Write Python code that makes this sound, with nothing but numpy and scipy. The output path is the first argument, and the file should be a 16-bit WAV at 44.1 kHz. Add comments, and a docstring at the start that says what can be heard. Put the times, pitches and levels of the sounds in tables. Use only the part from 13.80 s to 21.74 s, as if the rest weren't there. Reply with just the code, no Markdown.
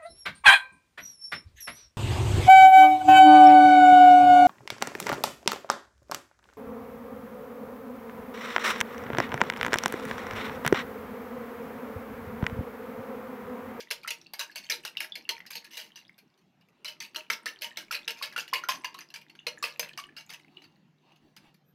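"""In a small kitchen, a wire whisk beats eggs in a metal bowl. In each stroke the wires land and drag over
the wall; uneven bursts of noise ring the bowl's modes. Trapped air pockets plop as short sine tones and
froth bursts as tiny grains. The room answers each of them with a short tail of fading noise.
Below lie a growing hum, room noise, a rumble and a rustle that follow the stirring. At the end the whisk
is lifted: soft rustles, a few ticks and a brief hiss remain."""
import sys
import numpy as np
from scipy import signal
from scipy.fft import rfft, irfft
from scipy.io import wavfile
from scipy.ndimage import uniform_filter1d

SR = 44100
rng = np.random.default_rng(int(sys.argv[2]) if len(sys.argv) > 2 else 0)


def amplitude_ratio(level_db):
    """Convert a level in decibels to the matching linear amplitude (field) ratio."""
    exponent = np.asarray(level_db, float) / 20
    return 10 ** exponent


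def materialize(psi):
    """Save the field psi as 16-bit PCM at rate SR to the path in sys.argv[1].

    A 1-D psi becomes a single channel; in a 2-D psi each row is a channel.
    """
    bounded = np.clip(np.atleast_2d(psi).T, -1, 1)
    quanta = np.round(bounded * 32767).astype(np.int16)
    wavfile.write(sys.argv[1], SR, quanta)


N = 350154

# Strokes of the whisk. Each row: start in seconds, peak level in dB, time the wires stay on the wall in seconds.
STROKES = [(0.0034, -31.5, 0.033), (0.11, -17.5, 0.033), (0.2753, -22, 0.029), (0.3052, -20.5, 0.038),
           (0.593, -20.5, 0.051), (0.7572, -27, 0.052), (0.837, -38, 0.045), (0.8981, -17, 0.062),
           (1.05, -23, 0.041), (1.2031, -19.5, 0.058), (1.354, -26, 0.035), (1.4904, -15, 0.038),
           (1.704, -30.5, 0.072), (1.7539, -25.5, 0.034), (1.8441, -38, 0.039), (1.907, -34.5, 0.81),
           (1.9703, -28.5, 0.04), (2.008, -34.5, 0.08), (2.1575, -36, 0.058), (2.38, -45.5, 0.028),
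           (3.046, -26, 0.08), (3.2023, -27, 0.068), (3.3595, -19.5, 0.043), (3.4999, -13, 0.056),
           (3.6574, -23.5, 0.058), (3.8191, -23, 0.06), (3.844, -24, 0.025), (3.9715, -22, 0.057),
           (4.1112, -24, 0.026), (4.123, -23, 0.047), (4.15, -25, 0.035), (4.278, -18, 0.033),
           (4.3052, -23.5, 0.019), (4.371, -40.5, 0.11), (4.424, -21.5, 0.053), (4.5767, -20.5, 0.056),
           (4.734, -15.5, 0.055), (4.8865, -17.5, 0.027), (4.8991, -23.5, 0.069), (5.0441, -21.5, 0.032),
           (5.1434, -36.5, 0.02), (5.359, -31, 0.032), (5.667, -18, 0.036), (5.826, -23.5, 0.079),
           (5.8387, -16.5, 0.022), (5.9943, -17, 0.024), (6.028, -28, 0.03), (6.1752, -26.5, 0.041),
           (6.3647, -34, 0.068), (6.501, -33, 0.041), (6.5344, -33.5, 0.03), (6.8196, -44, 0.031)]
# Single wires touching the wall. Each row: start in seconds, peak level in dB.
TICKS = [(0.1046, -26), (0.232, -38), (0.417, -51.5), (0.5351, -27), (0.555, -48), (0.587, -42),
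         (0.714, -44.5), (1.0346, -41), (1.1699, -31.5), (1.6631, -37), (2.576, -60), (2.612, -65),
         (2.81, -56), (2.886, -55), (3.081, -32), (3.346, -31.5), (3.8105, -39), (4.526, -39),
         (4.5627, -23.5), (4.6783, -33), (4.836, -35.5), (5.188, -33), (5.207, -34.5), (5.221, -43),
         (5.3022, -40.5), (5.34, -30), (5.413, -43), (5.4968, -41), (5.5518, -43.5), (5.938, -50),
         (6.0867, -45), (6.237, -46), (6.413, -54), (6.4929, -38), (6.5956, -50.5), (6.8392, -45),
         (7.319, -49.5), (7.358, -53), (7.5642, -41), (7.742, -54)]
# Where the wires meet the bowl, over time. Each row: time in seconds, bottom ring against the wall in dB,
# brightness in dB per octave.
BOWL_CONTACT = [(0.1, -20, 0.64), (1.8, -20.5, 1.5), (3.05, -19, 1.5), (5.2, -22, -1), (5.7, -18.5, -0.06)]
# Air pockets closing in the batter. Each row: start in seconds, level in dB, starting pitch in Hz.
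AIR_POCKETS = [(0.115, -42, 478), (0.2474, -26.5, 1340), (0.462, -36.5, 2700), (0.697, -33.5, 1730),
               (0.8985, -19.5, 1806), (1.17, -13, 2824), (1.203, -31, 1690), (1.3212, -18.5, 3386),
               (1.452, -32, 2750), (3.666, -16, 1763), (3.914, -35, 1850), (4.1088, -20, 1413),
               (4.413, -27.5, 1100), (4.5618, -17.5, 1430), (4.7293, -14, 1050), (4.837, -20.5, 1404),
               (4.8902, -13, 1034), (5.0445, -24.5, 990), (5.147, -32.5, 1082), (5.59, -30, 2800),
               (5.667, -34, 487), (5.777, -33.5, 1700), (5.827, -21, 1168), (6.112, -39.5, 1730),
               (6.188, -26, 1143), (6.289, -38.5, 1710), (6.77, -28, 2860)]
# Low ringing modes of the bowl's bottom. Each row: pitch in Hz, strength in dB.
BOTTOM_MODES = [(470, -3), (576, -6), (620, -1), (920, 5.5)]
# Ringing modes of the wall and the wires. Each row: pitch in Hz, strength in dB.
WALL_MODES = [(1346, -3.5), (1668, 0.5), (2167, -3.5), (2500, -3), (2800, 0), (4030, -0.5), (4450, 1.5),
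              (4970, -6), (6115, 6)]
# Colour of wire scraping on metal. Each row: frequency in Hz, relative level in dB per Hz.
SCRAPE_COLOUR = [(60, -69), (240, -37), (500, -19), (1200, -14), (2740, -1.5), (3620, -10), (5090, -7),
                 (6300, -16), (8000, -22), (12900, -17.5), (15600, -28.5), (16300, -57.5)]
# Colour of the room noise. Each row: frequency in Hz, relative level in dB per Hz.
ROOM_COLOUR = [(25, -46.5), (65, -37), (120, -10), (190, -3), (350, -18.5), (1200, -23), (3000, -29.5),
               (6500, -38), (9000, -50), (12800, -45), (16000, -55.5)]
# Colour of the soft rustle, before the bowl adds its own. Each row: frequency in Hz, relative level in dB per Hz.
RUSTLE_COLOUR = [(290, -32.5), (500, -9.5), (800, 6), (1500, -6.5), (2600, -4.5), (4500, -9), (7000, -33),
                 (15000, -42)]
# Strength of the hum over time. Each row: time in seconds, rms level in dB.
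HUM_LEVEL = [(0, -103), (4.4, -80), (5.5, -73)]
# How long the kitchen's answer lasts. Each row: frequency in Hz, time to fall 60 dB in seconds.
ROOM_FADE = [(300, 0.42), (2100, 0.2), (14600, 0.15)]
# Soft handling sounds as the whisk is lifted. Each row: centre in seconds, width in seconds,
# rumble level in dB, rustle level in dB.
HANDLING_SOUNDS = [(6.8, 0.085, -68.5, -71.5), (7.3, 0.042, -69, -67.5), (7.461, 0.046, -68.5, -73),
                   (7.66, 0.039, -59, -63)]

LENGTH = 12288  # longest time for one sound and its tail, in samples


def unit(x):
    """Scale each row to rms 1."""
    return x / np.sqrt(np.mean(np.abs(x) ** 2, -1, keepdims=True) + 1e-20)


def per_loudest(x):
    """Scale each row so that its loudest 6 ms have rms 1."""
    return x / np.sqrt(uniform_filter1d(x ** 2, 256, 1).max(1, keepdims=True))


def along(points, hz):
    """Read a curve of (Hz, value) points on a log frequency axis."""
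    f, v = np.transpose(points)
    return np.interp(np.log(hz + 1), np.log(f + 1), v)


def curves(rows):
    """Give one value per sample for each column after the time."""
    s, *cols = np.transpose(rows)
    return [np.interp(np.arange(N) / SR, s, c) for c in cols]


def causal(gain):
    """Minimum-phase response: a filter with this gain that reacts as early as it can."""
    cep = irfft(np.log(gain + 1e-6))
    half = len(cep) // 2
    cep[1:half] *= 2
    cep[half + 1:] = 0
    return np.exp(rfft(cep))


def ringing(modes, width_hz, hz, count, scatter_db, detune):
    """One resonance response per contact; the moving batter gives each mode a new strength and pitch."""
    size, sign, shift = rng.standard_normal((count, len(modes), 3)).T[..., None]
    centre, db = np.transpose(modes)[..., None, None]
    gain = amplitude_ratio(db + scatter_db * size) * np.sign(sign)
    centre = centre * (1 + detune * shift)
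    damping = 1j * hz * width_hz
    return sum(g * damping / (f * f - hz * hz + damping) for g, f in zip(gain, centre))


def noise(spectrum, patchy_db):
    """Coloured noise of rms 1; smoothed random gains make patches in time and pitch."""
    hz, _, z = signal.stft(rng.standard_normal(N + SR), SR, nperseg=2048)
    field = uniform_filter1d(uniform_filter1d(rng.standard_normal(z.shape), 12, 0), 3, 1)
    z = z * amplitude_ratio(patchy_db * field / field.std() + along(spectrum, hz)[:, None])
    return unit(signal.istft(z, SR, nperseg=2048)[1][:N])


def tails(count):
    """Fresh draws of the kitchen's answer, energy 1: noise in which each frequency dies at its own speed."""
    hz, t, z = signal.stft(rng.standard_normal((count, LENGTH)), SR, nperseg=256)
    z = z * amplitude_ratio(-60 * t / along(ROOM_FADE, hz)[:, None])
    tail = signal.istft(z, SR, nperseg=256)[1][:, :LENGTH]
    tail = tail / np.linalg.norm(tail, axis=1, keepdims=True)
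    return np.roll(tail, 200, 1)  # first walls a few ms late


def placed(times, sounds, wet_db):
    """Put each sound at its time, with its own room tail."""
    answer = irfft(rfft(sounds) * rfft(tails(len(sounds))), LENGTH)
    heard = sounds + amplitude_ratio(wet_db) * answer
    out = np.zeros(N + LENGTH)
    for s, sound in zip(times, heard):
        out[round(s * SR):][:LENGTH] += sound
    return out[:N]


def effort():
    """Recent stroke power in dB over its usual value; it lingers because the batter keeps moving."""
    settle_s = 0.17  # time constant, as amplitude
    s, db, _ = np.transpose(STROKES)
    power = np.bincount((s * SR).astype(int), amplitude_ratio(2 * db), minlength=N)
    recent = signal.lfilter([1], [1, -np.exp(-2 / (settle_s * SR))], power)
    recent_db = 10 * np.log10(uniform_filter1d(recent, SR // 4) + 1e-12)
    return recent_db - np.median(recent_db)


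def kitchen():
    """Hum and room noise; a rumble through the counter and a rustle, coloured by the bowl, follow the stirring."""
    rumble_db, rustle_db = -68.5, -72  # levels at usual effort
    t = np.arange(N) / SR
    s, width, low_db, soft_db = np.transpose(HANDLING_SOUNDS)[:, :, None]
    swell = np.exp(-.5 * ((t - s) / width) ** 2)
    stir = amplitude_ratio(0.31 * effort())  # dB of level per dB of effort
    hum = np.sqrt(2) * amplitude_ratio(curves(HUM_LEVEL)[0]) * np.sin(2 * np.pi * 150.7 * t)

    rumble = noise([(120, -25.5), (200, -9.5), (350, -2.5), (800, -44.5)], patchy_db=5.5)
    rumble *= amplitude_ratio(rumble_db) * stir + (amplitude_ratio(low_db) * swell).sum(0)

    hz = np.fft.rfftfreq(N, 1 / SR)
    bowl = 1 + 2.1 * ringing(WALL_MODES, 77, hz, count=1, scatter_db=1, detune=0)[0]
    rustle = unit(irfft(rfft(noise(RUSTLE_COLOUR, patchy_db=2.5)) * bowl, N))
    rustle *= amplitude_ratio(rustle_db) * stir + (amplitude_ratio(soft_db) * swell).sum(0)

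    # a brief high hiss at the end
    hiss = noise([(11000, -41), (12200, 3.5), (14000, -3.5), (15500, -40)], patchy_db=2)
    hiss *= amplitude_ratio(-77) * np.exp(-.5 * ((t - 7.895) / .022) ** 2)
    return hum + hiss + rumble + rustle + amplitude_ratio(-69.0) * noise(ROOM_COLOUR, patchy_db=4.0)


def froth(count=900):
    """Small bubbles burst at random in the wake of each stroke, louder after firm ones."""
    which, lag, pitch, size, life = rng.random((count, 5)).T[:, :, None]
    s, db, _ = np.transpose(STROKES)[:, (which * len(STROKES)).astype(int)]
    start = ((s - .11 * np.log(lag)) * SR).astype(int)  # 0.11 s after the stroke on average
    hz = 1700 * 8.5 ** pitch
    k = np.arange(1024)
    size_db = .7 * db - 28 + .5 * along(SCRAPE_COLOUR, hz) + np.minimum(-6 * np.log(size), 12)
    cycles = 7 + 40 * life ** 2  # a bubble falls 60 dB in this many cycles
    fade = amplitude_ratio(-60 * k / SR * hz / cycles) * (1 - np.exp(-k / 14))
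    waver = np.cumsum(rng.normal(0, .09, (count, len(k))), 1)  # a wet film wavers in pitch
    grains = amplitude_ratio(size_db) * fade * np.sin(2 * np.pi * hz * k / SR + waver)
    bursts = np.bincount((start + k).ravel(), grains.ravel(), minlength=N)[:N]
    return bursts + amplitude_ratio(-9) * signal.fftconvolve(bursts, tails(count=1)[0])[:N]


def plops():
    """A pocket of air rings as it closes; its pitch rises a little and a weaker neighbour rings with it."""
    s, db, hz = np.transpose(AIR_POCKETS)[:, :, None]
    t = np.arange(LENGTH) / SR
    phase = 2 * np.pi * hz * (t + 0.37 * np.minimum(t, .03) ** 2)  # the rise lasts 30 ms
    waver = uniform_filter1d(rng.standard_normal(phase.shape), size=48, axis=1)
    phase += np.cumsum(waver, 1) * hz * 3e-5  # the wet walls waver
    ratio, share = rng.random((len(s), 2)).T[:, :, None]
    tone = np.sin(phase) + .45 * share * np.sin((1.12 + .3 * ratio) * phase)
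    life = 0.0077 + 25 / hz  # seconds to fall 60 dB: large pockets ring longer
    envelope = amplitude_ratio(db - 60 * t / life) * (1 - np.exp(-t / 0.0015))
    return placed(s[:, 0], envelope * tone, wet_db=-7)


def whisk():
    """Wires land in a burst, then chatter over the dimpled wall until they leave; that force rings wall and bottom."""
    tick_s, tick_bright_db = 0.022, -0.5  # a tick's time on the wall; its extra brightness per octave
    crest_db = 9  # peak of a contact over its loudest 6 ms
    contacts = STROKES + [(*tick, tick_s) for tick in TICKS]
    s, db, drag = np.transpose(contacts)[:, :, None]
    count = len(s)
    t, hz = np.arange(LENGTH) / SR, np.fft.rfftfreq(LENGTH, 1 / SR)

    bottom_db, bright_db = (c[(s * SR).astype(int)] for c in curves(BOWL_CONTACT))
    bright_db[len(STROKES):] += tick_bright_db + rng.standard_normal((len(TICKS), 1))
    bottom_db[len(STROKES):] -= 6  # one wire hardly moves the bottom

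    # each wire colours its own moment
    luck = rng.standard_normal((count, 2, LENGTH))
    z = signal.stft(luck[:, 1], nperseg=256)[2]
    wires = uniform_filter1d(uniform_filter1d(rng.standard_normal(z.shape), 3, 1), 3, 2)
    rub = signal.istft(z * amplitude_ratio(5.04 * wires / wires.std()), nperseg=256)[1][:, :LENGTH]

    lumps = unit(uniform_filter1d(luck[:, 0], 60, 1))  # single wires catch and slip every few ms
    passed = t / np.clip(drag, .002, .16)  # share of the time on the wall, held to 0.16 s at most
    stay = amplitude_ratio(-7 * passed - 8.9 * passed ** 4)
    # the first wires strike close together, harder in firm strokes
    landing = 3.01 * amplitude_ratio(1.9 * lumps[::-1] + 0.18 * (db + 21) - 60 * t / 0.026)
    onset = 1 - np.exp(-t / (0.018 * drag))  # long drags start softer
    force = rfft(rub * (amplitude_ratio(4.04 * lumps) * stay + landing) * onset)

    tilt = amplitude_ratio(bright_db * np.log2(np.clip(hz, 700, 12000) / 3000))
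    scrape = causal(amplitude_ratio(along(SCRAPE_COLOUR, hz)))
    wall_ring = ringing(WALL_MODES, 100, hz, count, scatter_db=3, detune=.025)
    wall = irfft(force * tilt * scrape * (0.75 + 1.33 * wall_ring))
    bottom = irfft(force * ringing(BOTTOM_MODES, 22, hz, count, scatter_db=3, detune=.006))
    sounds = amplitude_ratio(db - crest_db) * (per_loudest(wall) + amplitude_ratio(bottom_db) * per_loudest(bottom))
    return placed(s[:, 0], sounds, wet_db=-8.5)


def scene():
    """Everything reaches one microphone."""
    return (whisk() + plops() + froth() + kitchen())[None]


def top_cut(x):
    """Nothing passes above the cut-off."""
    return signal.sosfilt(signal.butter(12, 16640, fs=SR, output="sos"), x)


def record(dry):
    """Turn the finished mix into the sound that is saved."""
    return top_cut(dry)


dry = scene()
out = record(dry)
materialize(out)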